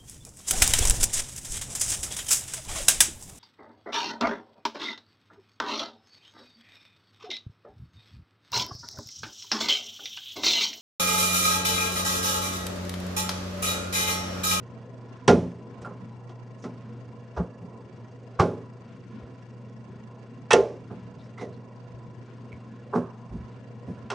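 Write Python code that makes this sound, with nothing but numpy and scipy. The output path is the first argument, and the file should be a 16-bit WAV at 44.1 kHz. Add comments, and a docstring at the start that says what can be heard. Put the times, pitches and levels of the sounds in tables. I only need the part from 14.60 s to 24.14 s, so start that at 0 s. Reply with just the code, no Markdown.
"""A fan hums and hisses in a small bathroom; then a plastic suction-cup foot rest is put down, pressed on, latched.
Fan: sine at twice the mains, noise in duct and stall resonances, rattle swelling once a shaft turn.
Handling: hands and bare feet knock and thump hollow panels (decaying modes plus shaped noise, low swings),
rubber scuffs (noise bursts) and squeaks (wavering sines), hard parts snap (short modes).
Two close microphones stand outside the stall."""
import sys
import numpy as np
from scipy import signal
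from scipy.fft import rfft, irfft, next_fast_len
from scipy.io import wavfile
from scipy.ndimage import uniform_filter1d

SR = 44100
rng = np.random.default_rng(int(sys.argv[2]) if len(sys.argv) > 2 else 0)


def undo_db(level):
    """Turn decibels back into plain size, where 20 dB means ten times bigger."""
    steps = np.asarray(level, float) / 20
    return 10 ** steps


def master(y):
    """Save y as 16-bit WAV."""
    cut = np.clip(np.atleast_2d(y).T, -1, 1)
    pcm = np.round(cut * 32767)  # scale
    wavfile.write(sys.argv[1], SR, pcm.astype(np.int16))


N = 420713
T = np.arange(N) / SR


def curve(points, hz):
    """Straight lines on a log-frequency axis."""
    p = np.transpose(points)
    return np.interp(np.log(hz + 1), np.log(p[0] + 1), p[1])


def colour(x, gain):
    """Weights the spectrum by gain(Hz)."""
    size = next_fast_len(len(x))
    hz = np.arange(size // 2 + 1) * SR / size
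    return irfft(rfft(x, size) * gain(hz), size)[:len(x)]


def resonance(hz, centre_hz, width_hz):
    """Resonance shape, 1 at the centre."""
    return 1 / (1 + (2 * (hz - centre_hz) / width_hz) ** 2)


def level(x, rms_db):
    """Sets the rms."""
    return x * undo_db(rms_db) / np.sqrt(np.mean(x ** 2))


def add(out, start_s, x):
    """Mixes x in from start_s."""
    i = int(start_s * SR)
    out[i:i + len(x)] += x[:N - i]


def fade(t, t60_s):
    """Exponential decay, 60 dB in t60_s."""
    return np.exp(-np.log(1000) * t / t60_s)


def walk(rate_hz):
    """Random wander, rms 1; rate_hz sets its speed."""
    k = int(SR / rate_hz)
    steps = np.repeat(rng.standard_normal(N // k + 1), k)
    smooth = uniform_filter1d(uniform_filter1d(steps, k), k)
    return level(smooth[:N], 0)


def fan_hum():
    """Motor hum at twice the mains, level wandering slowly."""
    rms_db, hum_hz = -46 + 1.2 * walk(4), 120
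    return np.sqrt(2) * undo_db(rms_db) * np.sin(2 * np.pi * hum_hz * T)


# fan air spectrum: (frequency [Hz], relative level [dB])
AIR_SPECTRUM = [(15, -31), (30, -27.5), (45, -28.5), (70, -21.5), (110, -7), (150, -9.5), (250, -13),
                (312, -22), (400, -15), (774, -23.5), (1190, -34), (3000, -40.5), (6440, -54),
                (10400, -78.5), (13500, -106)]
# duct and stall resonances: (centre [Hz], width [Hz], lift [dB])
DUCT_RESONANCES = [(187.5, 8.3, 7), (220.8, 12.5, 11.5), (264.5, 43, 7), (338, 31, 3.5), (368, 22, 3),
                   (483.2, 23, 9), (620, 50, 0), (658.6, 15, 8), (991, 57, 13), (1064, 33, 13),
                   (1383, 270, 8.5)]
# centres of independently swelling ranges: (frequency [Hz])
EDDY_CENTRES_HZ = [150, 230, 350, 550, 900, 1600]


def fan_air():
    """Turbulent noise in duct and stall resonances; eddies swell neighbouring ranges independently."""
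    def spectrum(hz):
        lift_db = sum(db * resonance(hz, centre, width) for centre, width, db in DUCT_RESONANCES)
        return undo_db(curve(AIR_SPECTRUM, hz) + lift_db)

    steady = colour(rng.standard_normal(N), spectrum)
    air = np.zeros(N)
    for one in np.eye(len(EDDY_CENTRES_HZ)):
        band = list(zip(EDDY_CENTRES_HZ, one))
        air += colour(steady, lambda hz: curve(band, hz)) * undo_db(2 * walk(8))
    return level(air, -46.5)


# fan housing resonances: (centre [Hz], width [Hz], relative level [dB])
HOUSING_RESONANCES = [(1704, 9.8, 5), (1910, 45, -1), (2286, 61, -4), (2761, 42, -1.5), (3470, 42, -15),
                      (3400, 5.7, -4.5), (4010, 17, -10), (4627, 55, -8.5), (4940, 32, -11.5),
                      (5250, 97, -15.5), (5630, 50, -11.5), (6240, 26, -12), (6500, 88, -14.5),
                      (6790, 88, -19.5), (7300, 50, -20.5), (7670, 33, -19), (7910, 59, -18),
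                      (8500, 22, -17), (8790, 29, -22), (9300, 38, -32)]


def fan_rattle():
    """Rotor rubs 13 times a turn, hardest at one angle; noise bursts coloured by the housing."""
    shaft_hz, rubs_per_turn, start_turn = 26.086, 13, 0.04
    loud_turn, depth_db = 0.82, 11.5  # depth: drop on the opposite side
    gap_power = 2.3  # larger = shorter quiet gap in each turn
    count = int(N / SR * shaft_hz * rubs_per_turn)
    turn = np.arange(count) / rubs_per_turn
    at = ((turn + start_turn) / shaft_hz * SR).astype(int)
    rub_db = -depth_db * np.abs(np.sin(np.pi * (turn - loud_turn))) ** gap_power
    rub_db += 0.98 * rng.standard_normal(count)
    ticks = np.zeros(N)
    ticks[at[at < N]] = undo_db(rub_db)[at < N]
    rub = np.convolve(ticks, fade(T[:400], 0.011))[:N] * rng.standard_normal(N)

    def housing(hz):
        power = sum(undo_db(2 * db) * resonance(hz, centre, width) for centre, width, db in HOUSING_RESONANCES)
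        return np.sqrt(power) * (hz > 1200)

    return level(colour(rub, housing), -67.5)


def fan():
    """Sums motor hum, turbulent air and rotor rattle."""
    return fan_hum() + fan_air() + fan_rattle()


# rubber and skin dragged on plastic: (time [s], rms before envelope [dB], length [s], centre [Hz])
SCUFF_EVENTS = [(1.212, -52, 0.012, 7800), (1.22, -53.5, 0.016, 5420), (1.683, -61, 0.024, 3120),
                (1.981, -64, 0.034, 6500), (2.018, -49.5, 0.019, 5570), (6.583, -61, 0.043, 3800),
                (6.629, -62, 0.029, 5300), (6.778, -58, 0.07, 3800), (6.795, -58.5, 0.045, 5900),
                (6.922, -61.5, 0.029, 4170), (7.549, -67.5, 0.027, 2970), (8.342, -56.5, 0.027, 5670)]


def scuffs():
    """Friction as grainy band noise that swells and dies."""
    out, t = np.zeros(N), T[:SR // 4]
    for start_s, rms_db, length_s, centre_hz in SCUFF_EVENTS:
        grain_db = 1.4 * level(uniform_filter1d(rng.standard_normal(len(t)), size=60), 0)
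        grain = rng.standard_normal(len(t)) * undo_db(grain_db)

        def band(hz):
            narrow = resonance(hz, centre_hz, 0.2 * centre_hz)
            broad = resonance(hz, centre_hz, 0.91 * centre_hz)
            return (narrow + 0.23 * broad) * (hz > 900)

        half_s = length_s / 2
        envelope = np.clip(t / 0.024, 0, 1) * np.exp(-np.clip(t - half_s, 0, 1) / half_s)
        add(out, start_s, level(colour(grain, band), rms_db) * envelope)
    return out


# short squeaks of the cup: (time [s], level before flutter [dB], start pitch [Hz], hold [s])
SQUEAK_EVENTS = [(1.246, -38.5, 1412, 0.014), (2.041, -45.5, 1340, 0.013), (6.775, -47.5, 2145, 0.054),
                 (7.918, -50.5, 2320, 0.013)]


def squeaks():
    """Stick-slip tones: sagging, unsteady pitch and fluttering level."""
    out, t, sag_per_s = np.zeros(N), T[:SR // 8], 1.2
    for start_s, level_db, pitch_hz, hold_s in SQUEAK_EVENTS:
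        waver = 1 - sag_per_s * t + 0.4 * uniform_filter1d(rng.standard_normal(len(t)), size=200)
        phase_rad = 2 * np.pi * np.cumsum(pitch_hz * waver) / SR
        envelope = np.clip(t / 0.0021, 0, 1) * np.exp(-np.clip(t - hold_s, 0, 1) / 0.02)
        flutter_db = 4 * level(uniform_filter1d(rng.standard_normal(len(t)), size=90), 0)
        add(out, start_s, undo_db(level_db + flutter_db) * envelope * np.sin(phase_rad))
    return out


# heels, palms, weight shifts on tub floor or wall: (time [s], envelope peak [dB], swing [Hz], length [s])
THUD_EVENTS = [(0.686, -31.5, 88.6, 0.21), (1.207, -48, 72, 0.044), (2.776, -24, 67.4, 0.055),
               (2.797, -21, 176.5, 0.039), (3.797, -16.5, 94.5, 0.033), (4.623, -38, 74.8, 0.037),
               (5.967, -40.5, 69.7, 0.084), (7.331, -49, 62, 0.089), (7.93, -41, 87.4, 0.05),
               (8.349, -21.5, 245, 0.086), (8.706, -31, 52.5, 0.11), (8.762, -37.5, 71.8, 0.11),
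               (9.27, -39, 75, 0.05), (9.435, -45, 80, 0.04)]


def thuds():
    """Soft low swing of floor or whole wall panel: rounded sine burst, deepest bass rolled off."""
    out, t = np.zeros(N), T[:SR // 2]
    for (start_s, peak_db, swing_hz, length_s), phase in zip(THUD_EVENTS, rng.random(len(THUD_EVENTS))):
        x = t / (length_s / 4)  # 1 at the envelope peak
        swing = np.sin(2 * np.pi * (swing_hz * t + phase))
        add(out, start_s, undo_db(peak_db) * x * np.exp(1 - x) * swing)
    return colour(out, lambda hz: 1 / np.sqrt(1 + (56 / (hz + 1)) ** 8))


# hard plastic parts snapping together: (time [s], drive level [dB], brightness [dB/octave])
CLICK_EVENTS = [(0.677, -30.5, 9), (5.907, -21.5, -4.5), (5.915, -19, -6.5), (5.93, -21.5, 7.5),
                (9.501, -37.5, 1)]
# modes of the foot rest: (frequency [Hz], relative level [dB], t60 [s])
PART_MODES = [(1053, -9, 0.031), (1837, -3, 0.14), (2400, -18.5, 0.031), (2630, 5.5, 0.052),
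              (3335, -2.5, 0.068), (3800, -11.5, 0.017), (4520, -9.5, 0.037), (5784, -4.5, 0.047),
              (6220, -2, 0.022), (7800, -6.5, 0.026), (9170, -18.5, 0.023)]


def clicks():
    """Sharp contact rings the foot rest's short modes; chatter of settling parts blurs them."""
    out, t = np.zeros(N), T[:SR // 8]
    hz, db, t60_s = np.transpose(PART_MODES)[:, :, None]
    chance = rng.random((len(CLICK_EVENTS), 2, len(PART_MODES), 1))
    for (start_s, drive_db, tilt_db), (phase, detune) in zip(CLICK_EVENTS, chance):
        mode_hz = hz * (1 + 0.048 * (detune - 0.5))
        ring = np.sin(2 * np.pi * (mode_hz * t + phase)) * fade(t, t60_s)
        ring *= 1 + 3.2 * uniform_filter1d(rng.standard_normal(ring.shape), size=24, axis=1)
        gain = undo_db(drive_db + db + tilt_db * np.log2(hz / 2600))
        add(out, start_s, (gain * ring).sum(axis=0) * np.clip(t / 0.0032, 0, 1))
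    return out


# blows: (time [s], body drive [dB], boom re body [dB], clack re body [dB], crack re body [dB])
KNOCK_EVENTS = [(.679, -12.5, 1, -8.5, -8.5), (1.217, -45.5, 3.5, -11, -12), (1.252, -40, -6.5, 2.5, -34),
                (1.27, -44, -11, -7, -31), (1.305, -52, 4, 2, -20), (1.395, -60.5, 26.5, -15, -31),
                (1.692, -47.5, -3.5, -7, -10), (1.795, -69, 12, -16, -28), (2.039, -37, 4, -12, -11),
                (2.763, -36, -12, -3.5, -19.5), (2.771, -31, -28, -5, -21), (2.799, -40, 9, -4, -31),
                (3.009, -53.5, 16.5, -18, -22), (3.789, -29, -6.5, 5, -21.5), (3.795, -16.5, -2, -7, -13.5),
                (5.906, -24, -23, 3.5, -0.5), (5.93, -11.5, -21.5, -15.5, -15), (6.301, -36.5, 4, -6, -65),
                (6.78, -48.5, -4.5, 2, -8), (6.811, -30, -8, -22, -20), (8.328, -24, -12, 1.5, -38),
                (8.352, -20.5, -0.5, -8, -26), (8.712, -45, 14, -18, -32), (8.746, -47.5, 17, -27, -39),
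                (9.272, -36.5, 8, -34, -27), (9.294, -49.5, 18, -23, -35), (9.501, -40.5, -25, 5, 3),
                (9.515, -35.5, -21, -2.5, -10.5)]
# strong panel and stall modes: (frequency [Hz], relative level [dB], undamped t60 [s])
PANEL_MODES = [(100.7, -13, 0.6), (114.9, -13, 0.35), (175.8, -4.5, 0.52), (230.3, -2.5, 0.33),
               (253.5, -6, 0.52), (290, -21.5, 0.79), (353, -7.5, 0.48), (395.7, -4, 0.41),
               (429.6, -8.5, 0.31), (453.3, -10.5, 0.49), (486.6, -2.5, 0.15), (566, -14.5, 0.32),
               (621, -33.5, 0.19), (706, -3, 0.21), (769.6, -4.5, 0.19), (851, -6, 0.33),
               (1037, -5.5, 0.25), (1294, -5, 0.16), (1414, -1, 0.2), (1626, -14.5, .15), (1954, -9.5, .12)]
# spectrum of the dense panel modes: (frequency [Hz], relative density [dB/Hz])
DENSE_SPECTRUM = [(71, -37), (120, -9.5), (239, -7), (300, -6), (404, 1.5), (598, -1), (1440, -18),
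                  (1550, -10.5), (1870, -17), (2380, -23), (4580, -30), (5120, -28.5), (5950, -27.5),
                  (10400, -53.5), (13500, -76.5), (22000, -120)]
# zone curve points: (frequency [Hz])
ZONE_POINTS_HZ = [200, 400, 600, 1150, 2200]
# zone at each point: (index: 0 boom, 1 body, 2 clack, 3 crack)
ZONE_INDEX = [0, 1, 1, 2, 3]
# dense-mode noise in boom, body, clack, crack: (rms before envelope [dB])
DENSE_RMS_DB = [-5.5, -3.5, 1.5, -0.5]


def dense_envelopes(t, contact_s, free):
    """Boom, body, clack and crack envelopes: build-up over the contact, then damped decay."""
    rise = 1 - np.exp(-t / (contact_s + 0.0065))
    boom = rise * fade(t, 0.42 * free)
    body = rise * fade(t, 0.42 * free)
    room = undo_db(-21) * fade(t, 0.54)
    clack = np.clip(t / contact_s, 0, 1) * (fade(t, 0.13 * free) + room)
    crack = clack + undo_db(-4) * np.clip(t / 0.0016, 0, 1) * fade(t, 0.014)
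    return boom, body, clack, crack


def knocks():
    """Blows load the panel over a contact time; strong modes ring as close pairs, dense modes as noise."""
    out, dense, t = np.zeros(N), np.zeros((4, N)), T[:SR // 2]
    hz, db, t60_s = np.transpose(PANEL_MODES + PANEL_MODES)[:, :, None]
    db = db + np.repeat([0, -4.5], len(PANEL_MODES))[:, None]  # weaker neighbour of each mode
    chance = rng.random((len(KNOCK_EVENTS), 3, len(hz), 1))
    for event, (phase, detune, spot) in zip(KNOCK_EVENTS, chance):
        start_s, body_db, boom_db, clack_db, crack_db = event
        zone_db = body_db + np.array([boom_db, 0, clack_db, crack_db])
        # dull blows: long contact
        contact_s = np.interp(crack_db, [-35, -10], [0.012, 0.002])
        # share of free ring time: a soft hand stays and damps, a hard part bounces off
        free = np.interp(crack_db, [-25, -17], [0.55, 0.95])
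        drive_db = np.interp(np.log(hz), np.log(ZONE_POINTS_HZ), zone_db[ZONE_INDEX])
        gain = undo_db(drive_db + db + 5 * (spot - 0.5))  # struck spot favours some modes
        rise = 1 - np.exp(-t / (contact_s + 0.76 / hz))  # low modes build up slower
        mode_hz = hz * (1 + 0.0398 * (detune - 0.5))
        ring = np.sin(2 * np.pi * (mode_hz * t + phase)) * fade(t, t60_s * free) * rise
        # panel flexing makes each mode waver
        ring *= 1 + 14 * uniform_filter1d(rng.standard_normal(ring.shape), size=900, axis=1)
        add(out, start_s, (gain * ring).sum(axis=0))
        for line, one_db, envelope in zip(dense, zone_db, dense_envelopes(t, contact_s, free)):
            add(line, start_s, undo_db(one_db) * envelope)
    for line, one, rms_db in zip(dense, np.eye(4), DENSE_RMS_DB):
        zone = list(zip(ZONE_POINTS_HZ, one[ZONE_INDEX]))
        noise = colour(rng.standard_normal(N), lambda f: undo_db(curve(DENSE_SPECTRUM, f)) * curve(zone, f) ** 2)
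        out += line * level(noise, rms_db)
    return out


# gain of the part opposite in the two microphones: (frequency [Hz], gain [dB])
SIDE_GAIN = [(60, -12.5), (200, -15), (500, -13), (1100, -6.5), (2300, -6), (5000, -6.5), (10000, -4)]
# blows from right of centre: (frequency [Hz], left minus right before side part [dB])
BLOW_BALANCE = [(60, 1.0), (190, -1.0), (580, -2.0), (1030, -2.5), (2300, -4.0), (5640, -2.5), (9960, -1.0)]


def scene():
    """Both microphones hear nearly the same; a small part from the walls enters with opposite sign."""
    blows = knocks() + clicks() + thuds() + scuffs() + squeaks()
    air = fan()
    # close blows differ less than diffuse air
    diffuse = (air + undo_db(-11) * blows) * walk(400)
    side = colour(diffuse, lambda hz: undo_db(curve(SIDE_GAIN, hz)))
    channels = []
    for sign in (1, -1):  # left, right
        panned = colour(blows, lambda hz: undo_db(sign * curve(BLOW_BALANCE, hz) / 2))
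        channels.append(air + panned + sign * side)
    return np.array(channels)


def top_cut(x):
    """Nothing passes above the cut-off."""
    return signal.sosfilt(signal.butter(12, 10560, fs=SR, output="sos"), x)


def record(dry):
    """Microphones miss the deepest bass; peaks clip at full scale."""
    low_hz = 46.4
    wet = np.array([colour(x, lambda hz: 1 / np.sqrt(1 + (low_hz / (hz + 1)) ** 4)) for x in dry])
    mix = np.clip(wet, -1, 1)
    return top_cut(mix)


dry = scene()
out = record(dry)
master(out)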